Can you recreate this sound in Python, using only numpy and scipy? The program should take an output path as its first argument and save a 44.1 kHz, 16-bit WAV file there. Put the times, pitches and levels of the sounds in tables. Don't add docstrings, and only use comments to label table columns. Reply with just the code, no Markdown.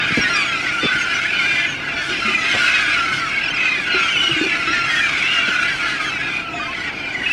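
import sys
import numpy as np
from scipy import signal
from scipy.fft import rfft, irfft
from scipy.io import wavfile
from scipy.ndimage import uniform_filter1d

SR = 44100
rng = np.random.default_rng(int(sys.argv[2]) if len(sys.argv) > 2 else 0)


def bounce(signal):
    frames = np.transpose(np.atleast_2d(signal))
    limited = np.clip(frames, -1, 1)
    pcm = np.round(limited * 32767).astype(np.int16)
    wavfile.write(sys.argv[1], SR, pcm)


N = 323164


def amp(db):
    return 10 ** (np.asarray(db) / 20)


def evened(x):
    return x / np.sqrt(np.mean(x ** 2) + 1e-20)


def read(points, hz):
    table_hz, value = np.transpose(points)
    return np.interp(np.log(hz + 1), np.log(table_hz + 1), value)


def add(mix, start_s, sound):
    at = round(start_s * SR)
    sound = sound[max(-at, 0):]
    part = mix[max(at, 0):][:len(sound)]
    part += sound[:len(part)]


def wander(n, seconds):
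    knots = rng.standard_normal(int(8 / seconds) if n > SR else 400)
    return np.interp(np.arange(n) / (seconds * SR), np.arange(len(knots)), knots)


def cry(hz, partials_db, jitter, flutter_db):
    n = len(hz)
    shake = wander(n, 0.003966) + wander(n, 0.02003)
    turns = np.cumsum(hz * (1 + jitter * shake)) / SR + rng.random()
    throb = amp(flutter_db * wander(n, 0.00723))
    stack = np.zeros(n)
    for k, db in enumerate(np.atleast_1d(partials_db), 1):
        flutter = flutter_db * wander(n, 0.01527)
        stack += amp(db + flutter) * np.sin(2 * np.pi * k * turns)
    return throb * stack


def near_gulls():
    # start_s, length_s, first-partial from_hz and to_hz,
    # peak_db (before the voice's own partial levels), peak_place (0-1, held within 0.1-0.9), voice
    cries = [ (0.0, 0.055, 1180, 1280, -22, .4, "shrill"), (.2, 0.087, 1450, 1475, -18.5, 0.9, "pure"),
             (0.204, 0.053, 5630, 5480, -22, .45, "pure"), (0.228, 0.068, 974, 903, -15, 0.56, "nasal"),
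             (0.286, .11, 1420, 1341, -23, 0.16, "open"), (.345, .105, 1250, 1110, -14.5, .3, "bright"),
             (0.329, .05, 5700, 5480, -25.5, 0.5, "pure"), (0.418, 0.14, 1700, 1630, -24, 0.5, "nasal"),
             (0.442, .13, 1420, 1330, -23.5, .5, "pure"), (0.501, 0.11, 1302, 1326, -31, .7, "open"),
             (0.728, 0.085, 1453, 1330, -18, 0, "pure"), (.782, 0.082, 1482, 1490, -28, 0.2, "open"),
             (.8, .13, 1215, 1140, -19, .5, "shrill"), (.87, 0.1, 1530, 1490, -13, 0.52, "cackle"),
             (0.904, 0.2, 1444, 1417, -15.5, 0.35, "cackle"), (.975, 0.08, 6750, 6270, -30, 0.8, "pure"),
             (1.032, 0.27, 1335, 1463, -20, .6, "cackle"), (1.054, 0.12, 2800, 2810, -24, 0.52, "cackle"),
             (1.093, .21, 1513, 1500, -22.5, 0.55, "cackle"), (1.13, 0.068, 5900, 5850, -29, 0.4, "pure"),
             (1.241, 0.027, 1580, 1790, -14.5, .6, "pure"), (1.32, .37, 1203, 1190, -14, .6, "held"),
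             (1.331, 0.12, 3000, 2990, -22.5, 0.3, "pure"), (1.385, 0.035, 2276, 2120, -14, 0.4, "pure"),
             (1.653, .095, 6800, 6230, -35, 0.8, "pure"), (1.845, 0.048, 1500, 1460, -25, 0.7, "pure"),
             (1.924, 0.025, 1430, 1420, -26, 0.6, "pure"), (1.958, 0.081, 1430, 1500, -27, 0.25, "open"),
             (2.071, 0.077, 1480, 1413, -28, 0.9, "open"), (2.055, 0.079, 1789, 1810, -28.5, 0.9, "nasal"),
             (2.212, .12, 1375, 1336, -26, 0, "open"), (2.22, .13, 1290, 1189, -24.5, 0.7, "pure"),
             (2.226, 0.1, 2720, 2703, -25, 0.4, "pure"), (2.279, .09, 3040, 2970, -25, .6, "pure"),
             (2.36, 0.12, 1330, 1260, -33, 0.7, "open"), (2.407, 0.093, 1250, 1260, -21, 0.4, "nasal"),
             (2.464, 0.11, 1600, 1498, -21, 0.6, "nasal"), (2.58, 0.19, 1500, 1504, -16, .35, "cackle"),
             (2.594, 0.099, 1430, 1448, -16.5, 0.6, "pure"), (2.644, 0.093, 1300, 1275, -13, .4, "held"),
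             (2.725, 0.084, 1278, 1259, -9.5, 0.2, "held"), (2.805, .1, 1490, 1440, -18, .5, "cackle"),
             (2.946, 0.21, 1422, 1296, -14, .3, "cackle"), (3.187, 0.11, 1437, 1250, -18.5, 0.4, "pure"),
             (3.279, .14, 2320, 2150, -15, 0.73, "cackle"), (3.384, .1, 1585, 1640, -24, 0.1, "pure"),
             (3.511, 0.035, 2630, 2380, -24, .4, "pure"), (3.428, .027, 1310, 1350, -15, .45, "nasal"),
             (3.455, .022, 1300, 1200, -14, .4, "nasal"), (3.478, .025, 1370, 1380, -16, .4, "nasal"),
             (3.5, .025, 1560, 1530, -16, .5, "nasal"), (3.535, .027, 1370, 1330, -16, .5, "nasal"),
             (3.56, .025, 1290, 1160, -14, .5, "nasal"), (3.572, 0.26, 2580, 2417, -13, .35, "cackle"),
             (3.601, 0.11, 1510, 1530, -29, 0.6, "open"), (3.639, 0.1, 2524, 2300, -35, 0.7, "pure"),
             (3.847, 0.26, 1510, 1310, -18, 0.63, "pure"), (3.911, .11, 1410, 1294, -24.5, 0.33, "shrill"),
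             (3.888, 0.13, 2900, 2560, -16, 0.64, "cackle"),
             (3.975, 0.093, 2470, 2590, -16.5, 0.53, "pure"), (3.97, .07, 6300, 6600, -36, .6, "pure"),
             (4.022, 0.3, 1650, 1393, -23, 0.97, "reedy"), (4.074, .035, 2620, 3070, -17, 0.3, "pure"),
             (4.118, 0.059, 2900, 2520, -14, 0.8, "pure"), (4.214, 0.091, 1100, 1060, -19, 0.4, "nasal"),
             (4.16, 0.17, 2960, 2960, -12, 0.3, "cackle"), (4.258, 0.29, 2936, 2680, -17.5, 0.2, "cackle"),
             (4.3, 0.15, 1568, 1487, -24, 1, "pure"), (4.361, 0.095, 1850, 1790, -25, 0.2, "nasal"),
             (4.405, 0.065, 1440, 1464, -27, 0.7, "shrill"), (4.444, 0.14, 2390, 2270, -20.5, .5, "pure"),
             (4.512, 0.16, 1460, 1365, -24.5, .7, "pure"), (4.663, 0.12, 1290, 1455, -22, 0, "open"),
             (4.756, 0.16, 1416, 1317, -23.5, 0, "open"), (4.706, 0.037, 5630, 5600, -28.5, 0.65, "pure"),
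             (4.717, .1, 1825, 1730, -17.5, .3, "pure"), (4.901, .2, 1395, 1377, -21, .5, "cackle"),
             (4.875, 0.064, 3250, 3320, -25, .5, "pure"), (4.95, 0.063, 3300, 3350, -19, 0.62, "pure"),
             (4.875, 0.22, 1924, 1760, -13.5, 0.3, "cackle"),
             (4.991, 0.12, 2486, 2250, -15.5, 0.45, "pure"), (5.209, 0.14, 2510, 2870, -17.5, 0.67, "pure"),
             (5.3, .16, 2880, 2730, -16.5, 0.64, "pure"), (5.4, .13, 3420, 3280, -27, .6, "pure"),
             (5.397, 0.19, 1435, 1430, -22.5, 0.36, "pure"), (5.468, 0.23, 1516, 1420, -13, .55, "cackle"),
             (5.59, 0.061, 1370, 1350, -28, 1, "open"), (5.778, 0.11, 1450, 1353, -19.5, 1, "pure"),
             (5.834, 0.14, 1485, 1394, -31, .5, "open"), (5.987, 0.13, 1280, 1205, -23.5, 0, "pure"),
             (6.023, 0.092, 1680, 1560, -24.5, 0.85, "nasal"), (6.134, 0.067, 2350, 2280, -21, .5, "pure"),
             (6.241, 0.069, 2390, 2460, -21.5, 0.34, "cackle"),
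             (6.342, 0.074, 2470, 2510, -24, 0.6, "pure"), (6.405, 0.18, 1370, 1300, -23, 0.47, "cackle"),
             (6.512, 0.14, 7000, 6750, -45, 0.4, "pure"), (6.52, .19, 1310, 1175, -23, .55, "held"),
             (6.524, 0.085, 3640, 3370, -35, .6, "pure"), (6.589, 0.11, 1135, 1364, -20, 0, "cackle"),
             (6.673, 0.068, 1010, 1120, -26, 0, "pure"), (6.962, 0.2, 2410, 2370, -19.5, 0.57, "cackle"),
             (7.12, .05, 6600, 7000, -46, .5, "pure"), (7.144, 0.024, 2230, 1890, -16, 0.85, "pure"),
             (7.197, 0.031, 2130, 1840, -17.5, 0.8, "pure"), (7.22, .09, 2830, 2860, -22.5, 0.8, "pure"),
             (7.254, .035, 2505, 2650, -13.5, 0.24, "pure"), (7.292, 0.041, 2570, 2710, -14, .6, "pure"), ]
    voices = {"pure": (0,), "open": (5, -1, -7, -12.5, -59), "nasal": (-36, -2, -28, -14.5, -48, -33.5),
              "shrill": (-10, -4, 0, -15), "bright": (-8, 0, -11, -7, -24, -20, -24, -31),
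              "held": (-33, -3, -17, -24.5, -30, -38.5), "reedy": (-28, 3, -33, -11.5, -30, -26),
              "cackle": (0,)}
    swell_db, fade_db = 6.5, 10
    ends_s = 0.018
    glide = .85
    cackle_per_s, cackle_bend, cackle_db = 29, .018, 4

    out = np.zeros(N)
    for start_s, length_s, from_hz, to_hz, peak_db, peak_at, kind in cries:
        t = np.arange(0, length_s, 1 / SR)
        u = t / length_s
        peak_at = np.clip(peak_at, .1, .9)
        cackles = kind == "cackle"
        pulse = cackles * np.cos(2 * np.pi * cackle_per_s * (t - peak_at * length_s))
        slope = np.gradient(pulse) * SR / (2 * np.pi * cackle_per_s)
        hz = (from_hz + (to_hz - from_hz) * u ** glide) * (1 + cackle_bend * slope)
        db = peak_db - np.interp(u, [0, peak_at, 1], [swell_db, 0, fade_db])
        db = db + cackle_db * (pulse - cackles)
        voice = cry(hz, voices[kind], jitter=.004, flutter_db=1.6)
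        ends = np.minimum(np.minimum(t, length_s - t) / min(ends_s, length_s / 4), 1)
        add(out, start_s, amp(db) * voice * np.sin(np.pi / 2 * ends) ** 2)
    return out


def crowd_cries():
    cries_per_s, span_s = 250, 7.6
    out = np.zeros(N)
    for at, long, pitch, fall, loud, *throat in rng.random((int(cries_per_s * span_s), 14)):
        u = np.linspace(0, 1, int(SR * (.035 + .14 * long ** 2)))
        hz = 980 * 2 ** (.8 * pitch) * (1 + .04 * np.sin(np.pi * u) - 0.094 * fall * u)
        pulses_per_s = 18 + 22 * throat[0]
        beat = 2 * np.pi * (np.arange(len(u)) * pulses_per_s / SR + throat[1])
        hz = hz * (1 + .014 * fall * np.sin(beat))
        cackle = 1 + .45 * np.cos(beat)
        voice = cry(hz, -18 * np.array(throat), jitter=.009, flutter_db=2.5)
        swell = abs(np.sin(np.pi * u)) ** 0.1
        add(out, span_s * at - .25, amp(6.6 * loud) * cackle * voice * swell)
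    return out


def crowd():
    # time_s, level_db (before the 1.5 dB cut at the end), treble_tilt_db per octave
    crowd_course = [(0.0, -16, -3.5), (0.3, -18, 2), (0.57, -20.5, 2), (1.63, -18, 1), (1.79, -25.5, -0.5),
                    (1.98, -20, -1.5), (2.08, -24, 6), (2.12, -20.5, 2), (2.62, -14.5, 0.5),
                    (3.12, -18.5, 1.3), (3.18, -20.5, 2.5), (3.45, -21.5, -1.3), (3.69, -17.5, -1.7),
                    (3.84, -20.5, 1), (3.95, -18, -.5), (4.14, -19, 2.5), (4.6, -19.5, 0), (5.0, -18.5, 2),
                    (5.39, -17, 0), (5.95, -20.5, 2.5), (6.37, -22, 0.5), (6.45, -28, -0.5),
                    (6.86, -23.5, -0.5), (7.07, -27.5, -1.2), (7.33, -22.5, 2.5)]
    # pitch_hz, relative level_db per Hz
    crowd_colour = [(260, -23), (450, -53), (614, -6), (671, -10), (734, -26.5), (1080, -17), (1430, -1),
                    (1780, -3), (2430, 0.5), (3740, -14), (5340, -19.5), (7280, -29.5), (8700, -31.5),
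                    (15500, -56.5)]
    hz, t, z = signal.stft(crowd_cries(), SR, nperseg=1024, noverlap=768)

    z /= uniform_filter1d(np.sqrt((abs(z) ** 2).mean(1)), size=9)[:, None] + 1e-9
    blur = (rng.standard_normal(z.shape) + 1j * rng.standard_normal(z.shape)) / np.sqrt(2)
    voiced = (hz > 1000) / (1 + (hz / 11500) ** 4)
    z = amp(read(crowd_colour, hz))[:, None] * (z * voiced[:, None] + amp(-3) * blur)
    z /= np.sqrt(uniform_filter1d((abs(z) ** 2).mean(0), size=40))

    time_s, level_db, tilt_db = np.transpose(crowd_course)
    flicker_db = 1.06 * wander(N, 0.044)[np.minimum(t * SR, N - 1).astype(int)]
    octaves = np.log2(np.clip(hz, 3000, 10000) / 3000)[:, None]
    tilt = amp(octaves * (np.interp(t, time_s, tilt_db) + flicker_db))
    shaped = z * tilt * amp(np.interp(t, time_s, level_db))
    flat = signal.istft(z, SR, nperseg=1024, noverlap=768)[1][:N]
    sound = signal.istft(shaped, SR, nperseg=1024, noverlap=768)[1][:N]
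    return amp(-1.5) * sound / np.sqrt(np.mean(flat ** 2))


def sea():
    # pitch_hz, relative level_db per Hz
    wash_colour = [(13, -38), (22, -9.5), (129, -2.5), (179, -3), (307, 1.5), (447, -7), (535, -9),
                   (673, -8), (767, -4), (1100, -10), (1430, -62), (2420, -120)]
    colour = amp(read(wash_colour, np.fft.rfftfreq(N, 1 / SR)))
    wash = irfft(rfft(rng.standard_normal(N)) * colour, N)
    lumps_db = 1.2 * wander(N, .05)
    return amp(-35 + lumps_db) * evened(wash)


def engine():
    # pitch_hz, level_db (rms, before the wavering)
    tones = [(34.8, -58), (52.2, -76), (70, -58), (140, -49), (312, -48), (678, -46.5)]
    t = np.arange(N) / SR
    out = np.zeros(N)
    for hz, db in tones:
        strength = np.sqrt(2) * amp(db + 3.6 * wander(N, .06))
        phase = 0.28 * wander(N, .05)
        out += strength * np.sin(2 * np.pi * hz * t + phase)
    return out


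def wind():
    # start_s, level_db (rms before the soft ends), top_hz (at least 140 is used),
    # length_s (cut to 0.136 s at most)
    puffs = [(0.0, -38, 170, .3), (0.104, -25, 320, 0.029), (0.172, -15.5, 444, 0.023),
             (0.194, -27, 398, 0.019), (0.238, -32, 340, 0.026), (0.825, -20.5, 450, 0.045),
             (0.933, -33, 250, 0.04), (2.07, -37.5, 400, 0.13), (2.534, -26, 1030, 0.041),
             (3.1, -36, 248, 0.11), (4.308, -30, 177, 0.039), (5.475, -28, 503, 0.022)]
    out = np.zeros(N)
    for start_s, db, top_hz, length_s in puffs:
        band = signal.butter(3, [98, max(top_hz, 140)], "bandpass", fs=SR, output="sos")
        gust = signal.sosfilt(band, rng.standard_normal(8000))
        burst = gust[2000:][:int(length_s * SR)]
        add(out, start_s, amp(db) * evened(burst) * signal.windows.tukey(len(burst), .3))
    return out


def hull():
    # start_s, level_db (before swell and decay), ring_hz, time to fall by 60 dB in s
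    knocks = [(2.102, -22, 365, 0.16), (2.25, -22.5, 221, 0.38), (2.279, -21.5, 374, 0.18),
              (2.877, -26.5, 308, 0.23), (3.944, -18, 373, 0.18), (4.236, -23, 358, 0.057),
              (4.293, -18, 336, 0.16), (4.363, -19, 315, 0.3), (4.412, -8, 316, 0.097),
              (4.437, -17.5, 377, 0.16), (4.465, -12, 344, 0.039), (4.674, -19, 332, 0.082),
              (4.703, -19, 315, 0.1), (6.54, -24.5, 703, 0.37)]
    out = np.zeros(N)
    t = np.arange(SR // 3) / SR
    for start_s, db, hz, t60 in knocks:
        swell = 1 - np.exp(-t / 0.0011)
        add(out, start_s, amp(db - 60 * t / t60) * swell * np.sin(2 * np.pi * hz * t))
    return out


def ticks():
    # start_s, level_db (of the noise before its treble is sharpened)
    sparks = [(0.9383, -56), (5.3477, -51)]
    out = np.zeros(N)
    t = np.arange(200) / SR
    for start_s, db in sparks:
        treble = np.diff(rng.standard_normal(202), 2)
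        add(out, start_s, amp(db) * treble * np.exp(-t / .0012))
    return out


def scene():
    return (near_gulls() + crowd() + sea() + engine() + wind() + hull() + ticks())[None]


def record(dry):
    bass_cut = signal.butter(4, 28, "highpass", fs=SR, output="sos")
    cut = signal.sosfilt(bass_cut, dry)
    cut = cut + amp(-65) * rng.standard_normal(N)
    rounded = cut / (1 + (abs(cut) / .6) ** 4) ** .25
    top_cut = signal.firwin(1023, 15600, window=("kaiser", 9), fs=SR)
    return signal.oaconvolve(rounded, top_cut[None], "same")


dry = scene()
out = record(dry)
bounce(out)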